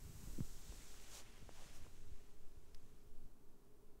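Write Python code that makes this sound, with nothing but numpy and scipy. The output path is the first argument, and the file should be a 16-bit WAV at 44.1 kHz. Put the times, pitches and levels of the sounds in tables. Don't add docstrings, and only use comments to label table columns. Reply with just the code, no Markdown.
import sys
import numpy as np
from scipy import signal
from scipy.fft import rfft, irfft, next_fast_len
from scipy.io import wavfile
from scipy.ndimage import map_coordinates

SR = 44100
rng = np.random.default_rng(int(sys.argv[2]) if len(sys.argv) > 2 else 0)


def transcribe(u):
    v = np.clip(np.atleast_2d(u).T, -1, 1)
    q = np.round(v * 32767).astype(np.int16)
    wavfile.write(sys.argv[1], SR, q)


N = 176400
T = np.arange(N) / SR


def amp(db):
    return 10 ** (np.asarray(db) / 20)


def unit(x):
    return x / np.sqrt(np.mean(x ** 2) + 1e-20)


def along(points, hz):
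    f, v = np.transpose(points)
    return np.interp(np.log(hz + 1), np.log(f + 1), v)


def level(rows):
    return amp(np.interp(T, *np.transpose(rows)))


def wobble(rate_hz):
    return map_coordinates(rng.standard_normal(int(N * rate_hz / SR) + 4), [T * rate_hz])


def filtered(x, response):
    size = next_fast_len(N + SR // 2)
    return irfft(rfft(x, size) * response(np.fft.rfftfreq(size, 1 / SR)), size)[..., :N]


def noise(colour):
    return unit(filtered(rng.standard_normal(N), lambda hz: amp(along(colour, hz))))


def friction(response, grain_db):
    slips = rng.standard_normal(N) * amp(grain_db * wobble(900))
    return unit(filtered(slips, response))


# (time [s], level [dB])
SLIDE_LEVEL = [(0, -68.5), (.12, -67), (.24, -64), (.55, -65), (.95, -65), (1.1, -68), (1.25, -82),
               (1.5, -81), (1.9, -75.5), (2.25, -80.5), (2.55, -84), (2.9, -82), (3.2, -90), (4, -100)]
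# (frequency [Hz], light-touch gain [dB], firm-touch gain [dB])
SLIDE_SPECTRA = [(199, -19, -8), (990, -1.5, -6.5), (2320, -10.5, -17.5), (3460, -10, -4), (4120, -4, -2.5),
                 (4550, -5.5, -4.5), (6200, -0.5, 0.5), (8040, 1, 0.4), (9140, -5, -7.5), (11000, -5, -9),
                 (11800, -3, -8.5), (14400, -9, -11), (14400, -13, -9), (15000, -6, -12)]
FIRM_FROM_S, FIRM_BY_S = 0.25, 0.66


def cloth_slide():
    points_hz, light_db, firm_db = np.transpose(SLIDE_SPECTRA)
    light = friction(lambda hz: amp(along(np.c_[points_hz, light_db], hz)), grain_db=0.65)
    firm = friction(lambda hz: amp(along(np.c_[points_hz, firm_db], hz)), grain_db=0.65)
    firmness = np.clip((T - FIRM_FROM_S) / (FIRM_BY_S - FIRM_FROM_S), 0, 1)
    hiss = np.sqrt(1 - firmness) * light + np.sqrt(firmness) * firm
    return level(SLIDE_LEVEL) * amp(0.31 * wobble(30)) * hiss


# (time [s], level [dB])
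FOLD_LEVEL = [(0, -72.5), (.55, -73.5), (.7, -68.5), (1.05, -67), (1.28, -68), (1.38, -68), (1.46, -72.5),
              (1.65, -66.5), (1.86, -70.5), (1.95, -75.5), (2.18, -75), (2.4, -81.5), (2.9, -81),
              (3.3, -90.5), (4, -100)]
# (frequency [Hz], gain [dB])
FOLD_SPECTRUM = [(120, 3.5), (350, -1), (800, -3.5), (1400, -2), (2700, -2), (4500, -8), (6000, -7),
                 (10000, -13), (15500, -25.5)]


def curtain_folds():
    flutter = amp(0.57 * wobble(25.43))
    drag = friction(lambda hz: amp(along(FOLD_SPECTRUM, hz)), grain_db=2.0)
    return level(FOLD_LEVEL) * flutter * drag


def stroke(peak_s, rise_s, fall_s):
    width_s = np.where(T < peak_s, rise_s, fall_s)
    return np.exp(-((T - peak_s) / width_s) ** 2)


# (peak time [s], level [dB], rise [s], fall [s], treble tilt [dB/octave])
SWISH_STROKES = [(1.167, -57, 0.064, 0.049, -0.44), (1.65, -67.5, 0.22, 0.092, -1.5),
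                 (1.757, -65.5, 0.031, 0.034, 0.1)]
# (frequency [Hz], gain [dB])
SWISH_SPECTRUM = [(200, -5), (600, -0.5), (1900, -8), (3000, -2.5), (4600, -2), (6600, 1.5), (9000, -4.5),
                  (12000, -10), (15500, -14)]


def curtain_swishes():
    out = np.zeros(N)
    for peak_s, db, rise_s, fall_s, tilt_db_oct in SWISH_STROKES:
        response = lambda hz: amp(along(SWISH_SPECTRUM, hz) + tilt_db_oct * np.log2(1 + hz / 500))
        cloth = friction(response, grain_db=1.0)
        out += amp(db + 0.78 * wobble(37.5)) * stroke(peak_s, rise_s, fall_s) * cloth
    return out


# (peak time [s], level [dB], rise [s], fall [s], band centre [Hz])
RUB_STROKES = [(.08, -60.5, 0.061, 0.081, 116), (.21, -64, 0.091, 0.067, 185),
               (.28, -66, 0.008, 0.026, 270), (.34, -66.5, 0.048, 0.022, 260), (.52, -65, .04, .07, 106),
               (.74, -69, 0.049, 0.1, 296), (1.44, -64.5, .05, .04, 88), (1.595, -67, .035, .03, 744),
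               (1.635, -73.5, 0.041, 0.03, 413), (1.83, -63.5, 0.037, 0.08, 80.5),
               (1.866, -66, 0.016, .0084, 390), (2.12, -68.5, 0.14, 0.022, 91.5),
               (2.8, -73, 0.16, 0.32, 106)]
RUB_Q, RUB_UNEVEN_DB = 1.61, 1


def finger_rubs():
    out = np.zeros(N)
    for peak_s, db, rise_s, fall_s, centre_hz in RUB_STROKES:
        width_hz = centre_hz / RUB_Q
        band = lambda hz: 1j * hz * width_hz / (centre_hz ** 2 - hz ** 2 + 1j * hz * width_hz)
        skin = friction(lambda hz: band(hz) ** 2, grain_db=3)
        out += amp(db + RUB_UNEVEN_DB * wobble(35)) * stroke(peak_s, rise_s, fall_s) * skin
    return out


# (time [s], level [dB], pitch [Hz], t60 [s])
CASE_BUMPS = [(.05, -44, 109, 0.084), (.094, -47.5, 140, .05), (0.151, -44.5, 109, 0.054),
              (.235, -46, 151, 0.076), (.272, -45, 198, .035), (.38, -44.5, 290, 0.054),
              (.386, -35, 283, 0.045), (0.4054, -28, 182, 0.037), (0.419, -37.5, 76, 0.11),
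              (0.693, -42, 64, 0.18), (1.425, -46.5, 198, 0.026), (1.66, -51.5, 150, 0.041),
              (2.116, -47, 84, 0.1), (2.572, -48.5, 70, 0.083)]
BUMP_ATTACK_S, SAG_SHARE, SAG_S = 0.00097, 0.35, 0.0078


def case_bumps():
    out, t = np.zeros(N + SR), np.arange(SR // 4) / SR
    for start_s, db, hz, t60_s in CASE_BUMPS:
        sinking_hz = hz * (1 - SAG_SHARE * (1 - np.exp(-t / SAG_S)))
        phase = 2 * np.pi * np.cumsum(sinking_hz) / SR
        envelope = amp(db - 60 * t / t60_s) * (1 - np.exp(-t / BUMP_ATTACK_S))
        out[round(start_s * SR):][:len(t)] -= envelope * np.sin(phase)
    return out[:N]


# (time [s], level [dB], pitch [Hz], t60 [s], contact cutoff [Hz])
CASE_TICKS = [(.405, -44.5, 900, 0.0023, 2400), (.724, -45.5, 700, .0034, 1200),
              (1.4919, -38.8, 656, 0.0049, 1410), (1.848, -47, 1300, .002, 2400),
              (1.866, -49.5, 900, 0.0029, 2000), (1.869, -54, 1100, 0.0023, 2000),
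              (2.7469, -45, 5140, 0.0023, 10500), (2.75, -53.5, 5100, 0.0026, 10000)]
CRACK_GAIN, CRACK_T60_S = 0.69, 0.0029


def case_ticks():
    out, t = np.zeros(N + SR), np.arange(SR // 4) / SR
    for start_s, db, hz, t60_s, contact_hz in CASE_TICKS:
        burst = rng.standard_normal(len(t)) * amp(-60 * t / CRACK_T60_S)
        crack = signal.lfilter(*signal.butter(2, contact_hz, fs=SR), burst)
        ring = amp(-60 * t / t60_s) * np.sin(2 * np.pi * hz * t)
        low_cut = signal.butter(1, 0.2 * hz, 'high', fs=SR)
        tick = signal.lfilter(*low_cut, ring + CRACK_GAIN * crack)
        out[round(start_s * SR):][:len(t)] += amp(db) * tick
    return out[:N]


# (time [s], level [dB])
SWAY_LEVEL = [(0, -63), (.35, -40), (.55, -51), (1.2, -53), (1.55, -53), (1.8, -46), (2.1, -46), (2.5, -51),
              (2.75, -42.5), (2.9, -52.5), (3.25, -43), (3.36, -56.5), (3.85, -54), (4, -45.5)]
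# (frequency [Hz], gain [dB])
SWAY_SPECTRUM = [(1, -9), (4, -2), (8, 0.5), (13, -4.5), (20, -25), (35, -27.5), (60, -34), (120, -54),
                 (400, -100)]


def camera_sway():
    return level(SWAY_LEVEL) * noise(SWAY_SPECTRUM)


# (time [s], level [dB])
GRIP_LEVEL = [(0, -58), (.35, -53.5), (.75, -59), (1.1, -64.5), (1.6, -62.5), (1.83, -59), (2.15, -68),
              (2.35, -71), (2.7, -65.5), (3.0, -66.5), (3.25, -62.5), (3.38, -84), (4, -85.5)]
# (frequency [Hz], gain [dB])
GRIP_SPECTRUM = [(10, -9), (25, 2), (50, -4.5), (75, -14.5), (160, -18.5), (400, -36.5), (1500, -51.5)]


def grip_rumble():
    return level(GRIP_LEVEL) * amp(1.9 * wobble(7.6)) * noise(GRIP_SPECTRUM)


# (frequency [Hz], gain [dB])
ROOM_SPECTRUM = [(20, 6), (62, -2.5), (95, -5), (180, -7.5), (320, -8.5), (375, -12), (425, -6),
                 (490, -17.5), (700, -18), (1100, -21), (2000, -30.5), (3500, -32.5), (7000, -32),
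                 (15500, -32.5)]
ROOM_DB = -67.5


def room_noise():
    return amp(ROOM_DB) * noise(ROOM_SPECTRUM)


# (frequency [Hz], level [dB])
HUM_TONES = [(254.5, -82), (333.5, -83), (395.7, -78.5), (421, -83), (592, -90)]
HUM_WAVER_DB, HUM_DRIFT_RAD = 0.3, 0.18


def appliance_hum():
    out = np.zeros(N)
    for hz, db in HUM_TONES:
        gain = amp(db - HUM_WAVER_DB * wobble(3.9))
        out += gain * np.sin(2 * np.pi * hz * T + HUM_DRIFT_RAD * wobble(6))
    return out


def scene():
    curtain = cloth_slide() + curtain_folds() + curtain_swishes()
    handling = finger_rubs() + case_bumps() + case_ticks() + camera_sway() + grip_rumble()
    mono = curtain + handling + appliance_hum() + room_noise()
    return np.array([mono, mono])


BAND_LIMIT_HZ = 15750


def record(dry):
    return filtered(dry, lambda hz: hz < BAND_LIMIT_HZ)


dry = scene()
out = record(dry)
transcribe(out)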